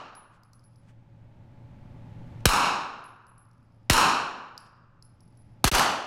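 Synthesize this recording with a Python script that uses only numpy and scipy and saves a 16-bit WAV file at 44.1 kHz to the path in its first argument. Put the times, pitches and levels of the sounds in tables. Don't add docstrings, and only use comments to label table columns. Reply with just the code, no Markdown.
import sys
import numpy as np
from scipy import signal
from scipy.fft import rfft, irfft
from scipy.io import wavfile
from scipy.ndimage import uniform_filter1d

SR = 44100
rng = np.random.default_rng(int(sys.argv[2]) if len(sys.argv) > 2 else 0)


def unload_audio(sound):
    columns = np.transpose(np.atleast_2d(sound))
    steps = np.round(np.clip(columns, -1, 1) * 32767)
    wavfile.write(sys.argv[1], SR, steps.astype(np.int16))


N = 267246
TIME = np.arange(N) / SR


def undb(db):
    return 10 ** (np.asarray(db) / 20)


def unit(x):
    return x / np.sqrt(np.mean(x ** 2))


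def at_hz(points, hz):
    pitches, values = np.transpose(points)
    return np.interp(np.log(np.maximum(hz, 1)), np.log(pitches), values)


def noise(colour, size):
    gains = undb(at_hz(colour, np.fft.rfftfreq(size, 1 / SR)))
    return unit(irfft(rfft(rng.standard_normal(size)) * gains, size))


def resonance(hz, width_hz, size):
    off_pitch = 2 * (np.fft.rfftfreq(size, 1 / SR) - hz) / width_hz
    return unit(irfft(rfft(rng.standard_normal(size)) / (1 + off_pitch ** 2), size))


# pitch_hz, level_db
AIR_COLOUR = [(20, -3), (28, -7), (50, -11), (110, -3.5), (185, -10), (326, -18.5), (427, -27),
              (545, -25.5), (734, -28.5), (950, -31.5), (2280, -37), (7310, -55.5), (13200, -63),
              (16000, -86)]
# pitch_hz, width_hz, level_db
DUCT_NOTES = [(160, 29, -55), (243, 60, -58.5), (570, 120, -64), (833, 330, -63.5)]
# pitch_hz, level_db
FAN_HUMS = [(115.6, -45.5), (98.6, -57), (121.3, -53), (557, -68), (862, -66.5)]
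def ventilation(air_db=-44.5, wander_hz=2.4):
    air = undb(air_db) * noise(AIR_COLOUR, N)
    air += sum(undb(db) * resonance(hz, width, N) for hz, width, db in DUCT_NOTES)
    for hz, db in FAN_HUMS:
        pitch_hz = hz + wander_hz * resonance(2, 1.9, N)
        air += undb(db) * unit(np.sin(2 * np.pi * np.cumsum(pitch_hz) / SR))
    return air


# pitch_hz, level_db
SCUFF_COLOUR = [(300, -8), (1500, 7.5), (5000, -4), (9000, -9), (15000, -29)]
# peak_s, level_db, length_s
RUBS = [(.347, -52.5, 0.028), (.865, -63.5, 0.07), (.896, -55, 0.016), (2.407, -61, 0.0049),
        (4.665, -46.5, 0.011)]
def scuffs():
    swells = sum(undb(db) * np.exp(-((TIME - s) / length) ** 2) for s, db, length in RUBS)
    return noise(SCUFF_COLOUR, N) * swells


# pitch_hz, fade_s
HALL_FADE = [(60, 0.6), (200, 0.78), (500, 0.83), (1100, 0.74), (2600, 0.73), (5000, 0.62), (8000, 0.46),
             (14000, 0.34)]
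def die_away(x, t):
    octaves = np.log2(np.maximum(np.fft.rfftfreq(len(x), 1 / SR), 1))
    spectrum, out = rfft(x), 0
    for octave in np.arange(4, 15, .5):
        band = irfft(spectrum * np.maximum(1 - 2 * abs(octaves - octave), 0), len(x))
        out = out + band * np.exp(-np.log(1000) * t / at_hz(HALL_FADE, 2 ** octave))
    return out


# pitch_hz, level_db
TICK_COLOUR = [(1500, -45), (3300, -23), (5000, 10), (6200, -6), (9000, -11), (13000, -13.5),
               (16000, -27.5)]
def clink(low_hz, high_hz, contact_s=.00019, tick_s=.0016, ring_s=.05, spin_hz=22, shimmer_db=-11):
    t = np.arange(SR // 2) / SR
    turn, pace, share = rng.random(3)
    tick = noise(TICK_COLOUR, len(t)) * (1 - np.exp(-t / contact_s)) * np.exp(-t / tick_s)
    low = np.sqrt(share) * np.sin(2 * np.pi * low_hz * t)
    high = np.sqrt(1 - share) * np.sin(2 * np.pi * high_hz * t)
    tumble = 1 + .5 * np.sin(2 * np.pi * (spin_hz * (.5 + pace) * t + turn))
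    shimmer = undb(shimmer_db) * resonance((low_hz + high_hz) / 2, 330, len(t))
    fade = (np.exp(-t / .016) + .5 * np.exp(-t / ring_s)) / 2
    ring = ((low + high) * tumble + shimmer) * fade
    return tick, ring * (1 - np.exp(-t / .0008))


# start_s, low_pitch_hz, high_pitch_hz, flip_s, skitter_start_s, skitter_length_s
BRASS_CASES = [(0, 10500, 10770, .014, .61, .2), (2.5, 10840, 10890, .013, 3.43, .42),
               (3.9, 10925, 10965, .024, 5.22, .3)]
def rolling(level_db=-89.5):
    swell = sum(np.exp(-((TIME - s) / length_s - .5) ** 2) for *_, s, length_s in BRASS_CASES)
    return undb(level_db) * swell * noise(TICK_COLOUR, N)


def case_at(s):
    return [case for case in BRASS_CASES if case[0] <= s][-1]


# start_s, tick_db, ring_db
FLOOR_BOUNCES = [(.151, -45.5, -42.5), (.434, -49.5, -70), (0.5326, -47, -62), (.594, -58.5, -82),
                 (.639, -61, -63.5), (.7586, -60.5, -73), (3.040, -47.5, -48.5), (3.2671, -56, -57.5),
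                 (3.3792, -58, -53), (3.513, -61.5, -87.5), (4.578, -32.5, -55), (5.0247, -46, -58),
                 (5.2054, -54.5, -68), (5.3723, -64, -66)]
def touches(flip_tick_db=-19, flip_ring_db=1, skitters=7, skitter_tick_db=-69, skitter_ring_db=-74.5):
    rows = list(FLOOR_BOUNCES)
    for s, tick_db, ring_db in FLOOR_BOUNCES:
        _, _, _, flip_s, _, _ = case_at(s)
        rows.append((s + flip_s, tick_db + flip_tick_db, ring_db + flip_ring_db))
    for *_, from_s, length_s in BRASS_CASES:
        for settled in (np.arange(skitters) + rng.random(skitters)) / skitters:
            fade_db = -8 * settled
            rows.append((from_s + length_s * settled, skitter_tick_db + fade_db, skitter_ring_db + fade_db))
    return rows


def add(track, s, sound):
    start = int(round(s * SR))
    a, b = max(start, 0), min(start + len(sound), N)
    track[a:b] += sound[a - start:b - start]


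def falling_brass(gain_db=16, echo_db=-44):
    ticks, rings, t = np.zeros(N), np.zeros(N), np.arange(SR) / SR
    for s, tick_db, ring_db in touches():
        _, low_hz, high_hz, *_ = case_at(s)
        tick, ring = clink(low_hz, high_hz)
        add(ticks, s, undb(tick_db) * tick)
        add(rings, s, undb(ring_db) * ring)
    echo = signal.fftconvolve(ticks, die_away(rng.standard_normal(len(t)), t))[:N]
    return (ticks + rings + rolling() + undb(echo_db) * echo) * undb(gain_db)


def linger(t, hz=1100, width_hz=850, level_db=-22, fade_s=1.265):
    return undb(level_db) * resonance(hz, width_hz, len(t)) * np.exp(-np.log(1000) * t / fade_s)


# delay_s, level_db, fade_s
FIRST_ECHOES = [(.0098, 4, .0035), (0.0338, 1.5, 0.011), (0.069, 0.5, .004), (.079, 2, 0.0044)]
def slaps(t):
    return sum(undb(db) * (t > s) * np.exp(-abs(t - s) / fade) for s, db, fade in FIRST_ECHOES)


def far_wall(t, level_db=-3, fade_s=.026):
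    since = t - FIRST_ECHOES[-1][0]
    return undb(level_db) * (since > 0) * np.exp(-abs(since) / fade_s)


def limit(x, window_s=.02):
    power = abs(uniform_filter1d(x ** 2, int(window_s * SR)))
    return x / np.sqrt(1 + power)


# pitch_hz, level_db
ROAR_COLOUR = [(40, -18.5), (110, -15), (270, -11.5), (420, -14), (600, -5.5), (820, 3.5), (1080, 1.5),
               (1450, -4), (1900, -10), (2700, -8.5), (3400, -13), (5300, -12), (8000, -16), (11000, -17),
               (16000, -31.5)]
def roar(t, drive_db, body_db, ripple_hz, share, build_s=.088, scatter_db=-2, flutter_db=.5):
    colour = [(hz, db + body_db * np.exp(-np.log2(hz / 370) ** 2)) for hz, db in ROAR_COLOUR]
    blur = noise(colour, len(t))
    scatter = undb(scatter_db) * (1 - np.exp(-t / .01)) * noise(BLAST_COLOUR, len(t))
    swell = undb(drive_db) * (1 - np.exp(-(t / build_s) ** 3) + far_wall(t))
    hall = die_away(scatter + swell * blur, t)
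    hall += slaps(t) * noise(BLAST_COLOUR, len(t)) + swell * linger(t)
    near = uniform_filter1d(np.roll(hall, round(SR / ripple_hz)), size=3)
    hall = (hall + share * near) / np.sqrt(1 + share ** 2)
    clumps = unit(uniform_filter1d(rng.standard_normal(len(t)), size=300))
    return limit(hall) * undb(flutter_db * clumps)


def thump(t, rise_s=.0019, fade_s=.027):
    swing = np.cos(2 * np.pi * 1.33 * np.log((t + 1 / SR) / .0054))
    return swing * (1 - np.exp(-t / rise_s)) ** 2 * np.exp(-t / fade_s)


# pitch_hz, level_db
BLAST_COLOUR = [(100, -11), (400, -1), (900, 1), (1500, -0.5), (2600, -1), (5500, -4), (8000, -8.5),
                (11000, -9.5), (16000, -22.5)]
def crack(t, length_s=.0052, rise_s=.00064):
    blast = unit(np.tanh(noise(BLAST_COLOUR, len(t))))
    return blast * np.minimum(t / rise_s, 1) / (1 + (t / length_s) ** 8)


# start_s, crack_db, thump_db, ceiling_db, drive_db, body_db, ripple_hz, reflected_share
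RIFLE_SHOTS = [(-.41, -3, 0, -1, 13, 4.5, 1400, .3), (2.4546, 11.5, 10.5, 0, 19, 2, 1335, 0.48),
               (3.898, 9, 9, 4, 15, 2.5, 1365, 0.48), (5.6415, 8.5, 8, 2, 6.5, 9, 1530, .25),
               (5.7150, 7, 8, 3.5, 7.5, 4.5, 1530, .25)]
def rifle(gain_db=1):
    out, t = np.zeros(N), np.arange(2 * SR) / SR
    for s, crack_db, thump_db, ceiling_db, drive_db, body_db, ripple_hz, share in RIFLE_SHOTS:
        hall = roar(t, drive_db, body_db, ripple_hz, share)
        add(out, s, undb(crack_db) * crack(t) + undb(thump_db) * thump(t) + undb(ceiling_db) * hall)
    return out * undb(gain_db)


def scene():
    return (rifle() + falling_brass() + scuffs() + ventilation())[None]


def gain_control(x, threshold_db=-22, range_db=22, release_db_per_s=9, start_cut_db=21):
    level_db = 10 * np.log10(abs(uniform_filter1d(x ** 2, size=128)) + 1e-12)
    wanted_db = np.clip(2 * (level_db - threshold_db), 0, range_db)
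    released_db = release_db_per_s * TIME
    cut_db = np.maximum.accumulate(np.maximum(wanted_db + released_db, start_cut_db)) - released_db
    return x * undb(-cut_db)


def dropout(gone_s=5.705, back_s=5.714, fade_s=.021, back_db=-11, recover_s=.028):
    leaving = np.clip((gone_s - TIME) / fade_s, 0, 1) ** 2
    recovered = np.clip((TIME - back_s) / recover_s, 0, 1) ** 3
    return leaving + (TIME > back_s) * undb(back_db * (1 - recovered))


def record(dry, top_hz=16000):
    rounded = np.tanh(gain_control(dry[0]) * dropout())
    treble_cut = signal.ellip(8, .2, 70, top_hz, fs=SR, output="sos")
    return signal.sosfilt(treble_cut, rounded)[None]


dry = scene()
out = record(dry)
unload_audio(out)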